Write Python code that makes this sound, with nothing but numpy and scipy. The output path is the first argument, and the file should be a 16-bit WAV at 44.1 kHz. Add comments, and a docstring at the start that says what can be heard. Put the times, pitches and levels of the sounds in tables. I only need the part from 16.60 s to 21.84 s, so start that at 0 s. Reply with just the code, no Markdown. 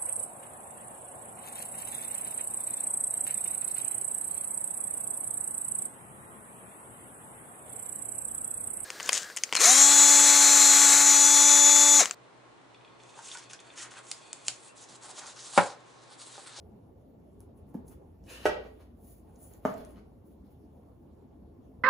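"""A cardboard salt carton is handled in a small tiled kitchen, over low rumble, two loose hums and a hiss.
Salt and fingers slide and tick (coloured random grains, short ringing blips); the carton is set on the hob
(brief contacts excite damped modes); its spout scrapes and squeaks shut (friction noise through resonances)
and snaps, with a rustling tail; lifted, the salt slides inside; the carton is put down at the back of the
counter. Decaying noise, band by band, echoes all handling."""
import sys
import numpy as np
from scipy import signal
from scipy.fft import rfft, irfft, next_fast_len
from scipy.io import wavfile

SR = 44100
rng = np.random.default_rng(int(sys.argv[2]) if len(sys.argv) > 2 else 0)


def generate_wav(sig):
    """Save sig (samples, or channels by samples) to the path in sys.argv[1] as 16-bit PCM at SR."""
    pcm = np.round(np.clip(np.atleast_2d(sig).T, -1, 1) * 32767).astype(np.int16)
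    wavfile.write(sys.argv[1], SR, pcm)


N = 230946
TIME = np.arange(N) / SR  # seconds
EDGES = 22 * 2 ** np.arange(0, 9.7, 1 / 3)  # third-octave band edges, Hz

# Spectrum of appliances, ventilation and hiss, before level scaling: pitch_hz, density_db_per_hz
RUMBLE = [(20, -31), (41, -17.5), (62, -5), (100, -5.5), (141, -9.5), (240, -6.5), (394, -11.5), (500, -16),
          (620, -17.5), (900, -23.5), (1480, -48), (3000, -49.5), (6900, -58.5), (9000, -53.5),
          (16000, -53)]
# Course of the rumble's low part: time_s, level_db
RUMBLE_LEVEL = [(0.0, -53), (0.6, -55.5), (1.3, -52.5), (1.6, -55.5), (2.9, -55), (3.2, -49.5),
                (3.55, -55.5), (5.24, -54)]
STEADY_ABOVE_HZ, STEADY_DB = 1300, -51.5
# Left-right correlation of the noise bands as generated: pitch_hz, likeness (0 to 1)
LIKENESS = [(60, 0.93), (130, 0.89), (200, 0.89), (380, 0.39), (700, 0.12), (1300, 0.08), (16000, 0.017)]
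# Course of the two hums: time_s, lower_level_db, upper_level_db
HUM = [(0.0, -69, -50.5), (0.4, -81, -72), (0.9, -63, -59), (1.4, -63, -55), (1.9, -54.5, -62.5),
       (2.8, -60.5, -61), (3.45, -54, -61.5), (3.65, -70.5, -62.5), (5.24, -58.5, -59.5)]
# Mean pitches of the lower and upper hum: pitch_hz
HUM_HZ = (56.7, 80.2)

# Slides of salt and fingers on cardboard, and the rustling tail of the snap at 1.874 s, one swell each:
# peak_s, rise_s, fall_s, bright_rush_db, dull_rub_db, finest_grains_db
SLIDES = [(0.807, 0.027, 0.065, -74.5, -71.5, -85), (0.98, 0.041, 0.04, -80.5, -88, -82),
          (1.09, 0.049, 0.043, -79.5, -97, -78), (1.149, 0.028, 0.055, -77, -69, -73),
          (1.285, 0.037, 0.03, -61, -74, -73), (1.322, 0.046, 0.035, -71, -65, -65),
          (1.874, 0.045, 0.12, -75, -40.5, -82), (2.06, 0.12, 0.07, -81, -58, -77),
          (2.205, 0.11, 0.084, -75.5, -67, -76), (2.484, 0.12, 0.16, -65.5, -82.5, -61),
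          (2.69, 0.097, 0.29, -82, -76.5, -98), (2.834, 0.094, 0.093, -59, -73.5, -72),
          (2.93, 0.11, 0.11, -82, -72.5, -63), (3.069, 0.049, 0.14, -70, -51.5, -59.5),
          (3.19, 0.07, 0.19, -77, -61.5, -72), (3.305, 0.073, 0.056, -73, -76, -82),
          (3.389, 0.073, 0.036, -86, -62, -83), (3.66, 0.028, 0.055, -86, -99, -71),
          (3.71, 0.031, 0.053, -86, -81, -76), (3.86, 0.044, 0.045, -91, -84, -80.5),
          (3.915, 0.033, 0.031, -89, -89.5, -70), (4.199, 0.69, 0.71, -91, -90, -89.5)]
SWELL_DB, SWELL_ROUNDNESS = 25.5, 1.35  # drop one rise before or one fall after the peak; exponent
# Spectrum of the bright rush: pitch_hz, density_db_per_hz
SLIDE_BRIGHT = [(3000, -34.5), (5500, -24.5), (7000, -9), (8500, -10), (10000, 3.5), (12000, -18),
                (14000, -1.5)]
# Spectrum of the duller rub of fingers and of the snap's tail: pitch_hz, density_db_per_hz
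SLIDE_DULL = [(700, 11.5), (1500, 3), (2200, -3), (4500, -9), (6500, -18.5), (9000, -25)]
# Spectrum of the finest grains: pitch_hz, density_db_per_hz
SLIDE_FINE = [(9000, -24), (12000, -8), (14000, -7.5), (16500, -5)]

# Small ticks of grains and fingernails: start_s, level_db, pitch_hz
TICKS = [(0.7955, -65, 11100), (0.8034, -54, 10500), (0.8055, -45.5, 9700), (0.9762, -62, 9900),
         (1.143, -54, 12000), (1.2803, -49, 10300), (1.282, -48, 9800), (1.2845, -54, 6500),
         (1.287, -56, 10200), (1.2978, -52, 9550), (1.323, -50, 9700), (1.64, -57, 5550),
         (2.7574, -61, 6900), (2.761, -56, 6650), (2.9373, -46.5, 7200), (2.937, -50, 11300),
         (3.14, -48.5, 7100), (3.143, -50, 7500), (3.181, -40, 12800), (3.1845, -61, 10200),
         (3.2502, -43, 9250), (3.2475, -56, 6000), (3.308, -53, 10700), (3.36, -58, 3100),
         (3.395, -54.5, 2300), (3.4, -70, 4500), (3.655, -63.5, 14000), (3.907, -63, 14000)]
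TICK_T60_S, TICK_ROOM_SHARE = 0.004, 0.29  # the share is an amplitude gain into the room
PUFF_DB, PUFF_T60_S, PUFF_OCTAVES = -5.5, 0.006, 0.39  # PUFF_OCTAVES reaches to either side of the pitch

# Reverberation of the kitchen by band: pitch_hz, t60_s, echo_db
KITCHEN = [(101.2, .45, -8.5), (222, 0.37, -7), (453.3, 0.62, -1.5), (950, 0.36, 1.5), (3020, 0.42, 3.5),
           (8300, 0.15, 6.5), (16400, 0.14, -2.5)]
FIRST_ECHO_S, NEAR_T60_S, NEAR_DB = 0.005, 0.045, 1.5
ECHO_SIDE_DB = 1.5  # gain of the left-right difference in the echoes

# Modes of the carton set on the hob: pitch_hz, level_db, t60_s
ON_HOB = [(201.7, 4, 0.13), (245, 3.5, 0.089), (312, -6.5, 0.042), (450, -5.5, 0.011), (610, -6, 0.013),
          (830, -25, 0.0073)]
# Modes of the spout's snap: pitch_hz, level_db, t60_s
SNAP = [(336.6, -6.5, 0.049), (396, -4.5, 0.11), (429.9, 1.5, 0.11), (500, -2, .04), (592, 1, 0.05),
        (661, 1, 0.013), (767, 2, 0.057), (884, -3.5, 0.0134), (945, -9, 0.013), (1280, -3, 0.017),
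        (1478, -2.5, 0.026), (1641, -8.5, 0.027), (1922, -7, 0.036), (2300, 0, 0.009), (2700, 3, 0.0079),
        (2940, -14.5, 0.00546), (3920, -17, 0.004), (5240, -27, 0.0031), (7500, -8.5, 0.018)]
# Modes of the carton put down on the counter: pitch_hz, level_db, t60_s
ON_COUNTER = [(143, -9, 0.13), (207, -3.5, 0.03), (286, 1, 0.08), (447, -11, 0.05), (580, -3, .02),
              (630, 0.5, 0.025), (720, 0.5, 0.034), (900, -3.5, 0.031), (1090, 1.5, 0.012), (1190, -8, .07),
              (1320, -11, 0.0027), (1800, -39, 0.011), (2960, -18.5, 0.015)]
# Blows on hob, at the spout and on counter: start_s, rattle_drive_db, rattle_t60_s, modes, contacts;
# each contact: after_s, ring_drive_db, crack_db, hardness_hz
BLOWS = [(1.144, -60, 0.04, ON_HOB, [(0, -41.5, -58, 1190), (.0055, -31.5, -75, 500)]),
         (1.8551, -45, 0.05, SNAP, [(0, -27, -27.5, 1300), (.0048, -30.5, -32, 7000),
         (.0112, -38, -51.5, 900)]), (3.0509, -58.5, 0.07, ON_COUNTER, [(0, -42, -40.5, 2500),
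         (.0014, -24.5, -38, 2040), (.0058, -27, -45.5, 788)])]
CRACK_T60_S, RATTLE_CUT_HZ = 0.004, 1880

# Friction of the spout pushed shut in its slot, before the bass cut: time_s, ringing_db, hiss_db
SCRAPE = [(1.62, -92, -95.5), (1.636, -95, -74), (1.684, -62, -59.5), (1.7, -60.5, -51),
          (1.736, -57, -52.5), (1.814, -60, -59.5), (1.853, -53, -52)]
# Resonances of the spout: pitch_hz, width_hz, level_db
SPOUT = [(1800, 92, 1.5), (2100, 500, -11), (2980, 250, 0.5), (4060, 260, -7), (4500, 3600, 0.5)]
# Spectrum of the broad hiss beside them: pitch_hz, density_db_per_hz
SCRAPE_HISS = [(500, 13.5), (1100, -12), (3000, -1), (5000, -2.5), (9500, 0.5), (11500, -4), (16000, -2.5)]
# Singing of the spout's free end, mostly rising as it closes: time_s, pitch_hz, level_db
SQUEAK = [(1.66, 2500, -87), (1.682, 2520, -64.5), (1.712, 2500, -60.5), (1.748, 2670, -57.5),
          (1.785, 2730, -63), (1.81, 2770, -72.5), (1.85, 2700, -65)]
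SQUEAK_WIDTH_HZ = 127
RUBBING_ROOM_SHARE = 0.98  # amplitude gain of scrape and squeak into the room

SHARED_ABOVE_HZ, LAG_S, IN_PHASE_HZ = 6500, 0.00021, 10905
CUTOFF_HZ = 16100


def amp(db):
    """Decibel law: level to amplitude gain."""
    return 10 ** (np.asarray(db) / 20)


def rms_one(x):
    """Power normalisation: scales a signal to rms 1."""
    return x / np.sqrt(np.mean(x ** 2) + 1e-20)


def at_hz(points, hz):
    """Logarithmic pitch scale: interpolates a table of pitch and value."""
    points = np.array(points)
    return np.interp(np.log(hz), np.log(points[:, 0]), points[:, 1])


def column(rows, index, outside=-130):
    rows = np.array(rows)
    return np.interp(TIME, rows[:, 0], rows[:, index], left=outside, right=outside)


def shape(x, spectrum):
    """Spectral filtering: colours noise by a table of pitch and decibels, to rms 1."""
    hz = np.maximum(np.fft.rfftfreq(N, 1 / SR), 1)
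    return rms_one(irfft(rfft(x) * amp(at_hz(spectrum, hz)), N))


def low_passed(x, cut_hz):
    """Low-pass filtering: dulls a signal above cut_hz."""
    return signal.sosfilt(signal.butter(3, cut_hz, fs=SR, output="sos"), x)


def high_passed(x, cut_hz, order):
    """High-pass filtering: thins a signal below cut_hz."""
    return signal.sosfilt(signal.butter(order, cut_hz, "high", fs=SR, output="sos"), x)


def drift(rate_hz):
    """Slow random fluctuation: noise through two one-pole low-passes, to rms 1."""
    step = 40  # samples between drawn values
    pole = np.exp(-2 * np.pi * rate_hz * step / SR)
    noise = rng.standard_normal(N // step + 2002)
    slow = signal.lfilter([1], [1, -2 * pole, pole * pole], noise)[2000:]
    return np.interp(np.arange(N) / step, np.arange(len(slow)), rms_one(slow))


def ring(clicks, hz, t60):
    """Damped resonance: a unit click starts a decaying sine of initial height 1."""
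    radius, angle = amp(-60 / (t60 * SR)), 2 * np.pi * hz / SR
    return signal.lfilter([0, np.sin(angle)], [1, -2 * radius * np.cos(angle), radius ** 2], clicks + 1e-18)


def grains(per_s, spread_db):
    """Shot noise: random clicks of uneven size and either sign."""
    sizes = amp(spread_db * np.minimum(rng.exponential(1, N), 5)) * rng.choice([-1, 1], N)
    return sizes * (rng.random(N) < per_s / SR)


def burst(noise, s, t60):
    """Exponential decay: noise that starts at s and dies away."""
    return noise * (TIME >= s) * amp(-60 * np.clip(TIME - s, 0, 1) / t60)


def stereo_bands(length):
    """Diffuse-field correlation: third-octave stereo noise, as alike as at two close receivers."""
    white = rng.standard_normal((2, 2, length))
    for k, (low, high) in enumerate(zip(EDGES, EDGES[1:])):
        # neighbouring bands use separate noises
        band_pass = signal.butter(2, [low, high], "band", fs=SR, output="sos")
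        mid, side = signal.sosfilt(band_pass, white[k % 2])
        hz = np.sqrt(low * high)
        alike = np.clip(at_hz(LIKENESS, hz), 0, 1)
        yield hz, np.sqrt(1 + alike) * mid + np.sqrt(1 - alike) * side * [[1], [-1]]


def hum(hz, level_db):
    """Frequency and amplitude modulation: a low tone wavers in pitch and strength."""
    pitch_hz = hz + 2.44 * drift(2)
    strength = amp(level_db + 1.0 * drift(3.2))
    return strength * np.sin(2 * np.pi * np.cumsum(pitch_hz) / SR)


def rumble():
    """Band-filtered noise: low bands waver and swell under a treble of steady mean level, beside two hums."""
    bands = []
    for hz, band in stereo_bands(N):
        bands.append((hz, amp(at_hz(RUMBLE, hz) + 2.52 * drift(9.7)) * band))
    whole = np.std(sum(band for hz, band in bands))
    low = sum(band for hz, band in bands if hz < STEADY_ABOVE_HZ) / whole
    high = sum(band for hz, band in bands if hz >= STEADY_ABOVE_HZ) / whole
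    tones = sum(hum(hz, column(HUM, index=k + 1, outside=None)) for k, hz in enumerate(HUM_HZ))
    return amp(column(RUMBLE_LEVEL, index=1, outside=None)) * low + amp(STEADY_DB) * high + tones


def swell(s, rise, fall):
    """Amplitude envelope: a rounded rise to the peak at s and a rounded fall, in dB."""
    away = np.where(TIME < s, (s - TIME) / rise, (TIME - s) / fall)
    return -SWELL_DB * np.minimum(away, 5) ** SWELL_ROUNDNESS


def sliding():
    """Granular friction: grains rush, the finest highest; a coarser rub gives fingers and the snap's tail."""
    levels = 0
    for s, rise, fall, *db in SLIDES:
        levels = levels + np.outer(amp(db), amp(swell(s, rise, fall)))
    bright, dull, fine = levels
    rush = grains(per_s=20000, spread_db=4.5) * amp(2.177 * drift(45))
    rub = grains(per_s=2100, spread_db=-1.0) * amp(3.1 * drift(40))
    return bright * shape(rush, SLIDE_BRIGHT) + dull * shape(rub, SLIDE_DULL) + fine * shape(rush, SLIDE_FINE)


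def ticks():
    """Impulse response: each tick is a blip of ringing with a short, broad puff of noise around its pitch."""
    out, noise = np.zeros(N), rng.standard_normal(N)
    after = TIME[:SR // 20]
    for s, db, hz in TICKS:
        start = round(s * SR)
        span = slice(start, start + SR // 20)
        edges_hz = [hz / 2 ** PUFF_OCTAVES, min(hz * 2 ** PUFF_OCTAVES, 0.45 * SR)]
        band_pass = signal.butter(1, edges_hz, "band", fs=SR)
        puff = signal.lfilter(*band_pass, noise[span] * amp(PUFF_DB - 60 * after / PUFF_T60_S))
        out[span] += amp(db) * (ring(after == 0, hz, TICK_T60_S) + puff)
    return out


def kitchen(x):
    """Reverberation: quick reflections off near tiles and counter, then the room, each band with its decay."""
    after, rows = TIME[:SR // 2], np.array(KITCHEN)
    tail = 0
    for width, (hz, band) in zip(np.diff(EDGES), stereo_bands(len(after))):
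        t60, echo_db = at_hz(rows, hz), at_hz(rows[:, [0, 2]], hz)
        far = amp(-60 * after / t60) / np.sqrt(t60)
        near = amp(NEAR_DB - 60 * after / NEAR_T60_S) / np.sqrt(NEAR_T60_S)
        echo = band * np.hypot(far, near) * (after > FIRST_ECHO_S)
        energy = np.sum(echo ** 2, axis=1, keepdims=True)
        # each band returns its share of a click's energy
        tail = tail + amp(echo_db) * echo * np.sqrt(2 * width / SR / energy)
    size = next_fast_len(N + len(after))
    return irfft(rfft(x, size) * rfft(tail, size), size)[:, :N]


def blows():
    """Modal excitation: contacts, hard or soft, and a brief rattle drive the modes; contacts crack brightly."""
    sample, noise = np.arange(N), rng.standard_normal(N)
    bright = high_passed(noise, 3500, order=2)
    for s, rattle_db, rattle_t60, modes, contacts in BLOWS:
        push = amp(rattle_db) * low_passed(burst(noise, s, rattle_t60), RATTLE_CUT_HZ)
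        crack = 0
        for after_s, ring_db, crack_db, hard_hz in contacts:
            click = (sample == round((s + after_s) * SR)) + 1e-18
            push = push + amp(ring_db) * low_passed(click, hard_hz)
            crack = crack + amp(crack_db) * burst(bright, s + after_s, CRACK_T60_S)
        body = sum(amp(db) * ring(push, hz, t60) for hz, db, t60 in modes)
        # a small body radiates little below its lowest mode
        lowest_hz = modes[0][0]
        yield high_passed(body, lowest_hz, order=3) + crack


def scrape():
    """Friction-driven resonance: rubbing rings the thin spout beside a broad hiss; little sounds below 350 Hz."""
    rub = grains(per_s=4000, spread_db=-0.5) * amp(0.87 * drift(32))
    tone = 0
    for hz, width, db in SPOUT:
        t60 = np.log(1000) / (np.pi * width)
        tone = tone + amp(db) * rms_one(ring(rub, hz, t60))
    ringing = amp(column(SCRAPE, index=1)) * rms_one(tone)
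    hiss = amp(column(SCRAPE, index=2)) * shape(rub, SCRAPE_HISS)
    return high_passed(ringing + hiss, 350, order=2)


def squeak():
    """Narrow-band noise: friction noise modulates a carrier that follows the spout's changing pitch."""
    pole = np.exp(-np.pi * SQUEAK_WIDTH_HZ / SR)
    wobble = signal.lfilter([1], [1, -pole], rng.standard_normal((2, N)))
    phase = 2 * np.pi * np.cumsum(column(SQUEAK, index=1, outside=None)) / SR
    tone = wobble[0] * np.cos(phase) + wobble[1] * np.sin(phase)
    return amp(column(SQUEAK, index=2)) * rms_one(tone)


def scene():
    """Superposition: handling sounds directly and through the kitchen, each blow with its own echo, over rumble."""
    background, slides, clicks = rumble(), sliding(), ticks()
    knocks = list(blows())
    rubbing = scrape() + squeak()
    to_room = slides + RUBBING_ROOM_SHARE * rubbing + TICK_ROOM_SHARE * clicks
    left, right = sum(map(kitchen, knocks)) + kitchen(to_room)
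    middle, side = (left + right) / 2, (left - right) / 2
    echoes = middle + amp(ECHO_SIDE_DB) * side * np.array([[1], [-1]])
    return sum(knocks) + slides + clicks + rubbing + echoes + background


def record(dry):
    """Interchannel delay: both channels share one treble, the left a little late; the top is cut."""
    size = next_fast_len(N + SR // 10)
    hz = np.fft.rfftfreq(size, 1 / SR)
    left, right = rfft(np.pad(dry, [(0, 0), (0, size - N)], "reflect"))
    shared = 1 / (1 + (SHARED_ABOVE_HZ / np.maximum(hz, 1)) ** 12)
    early = left * np.exp(2j * np.pi * (hz - IN_PHASE_HZ) * LAG_S)
    right = np.sqrt(1 - shared) * right + np.sqrt(shared) * early
    cut = signal.cheby2(14, 60, CUTOFF_HZ, fs=SR, output="sos")  # 60 dB down from CUTOFF_HZ up
    return signal.sosfilt(cut, irfft([left, right], size)[:, :N])


dry = scene()
out = record(dry)
generate_wav(out)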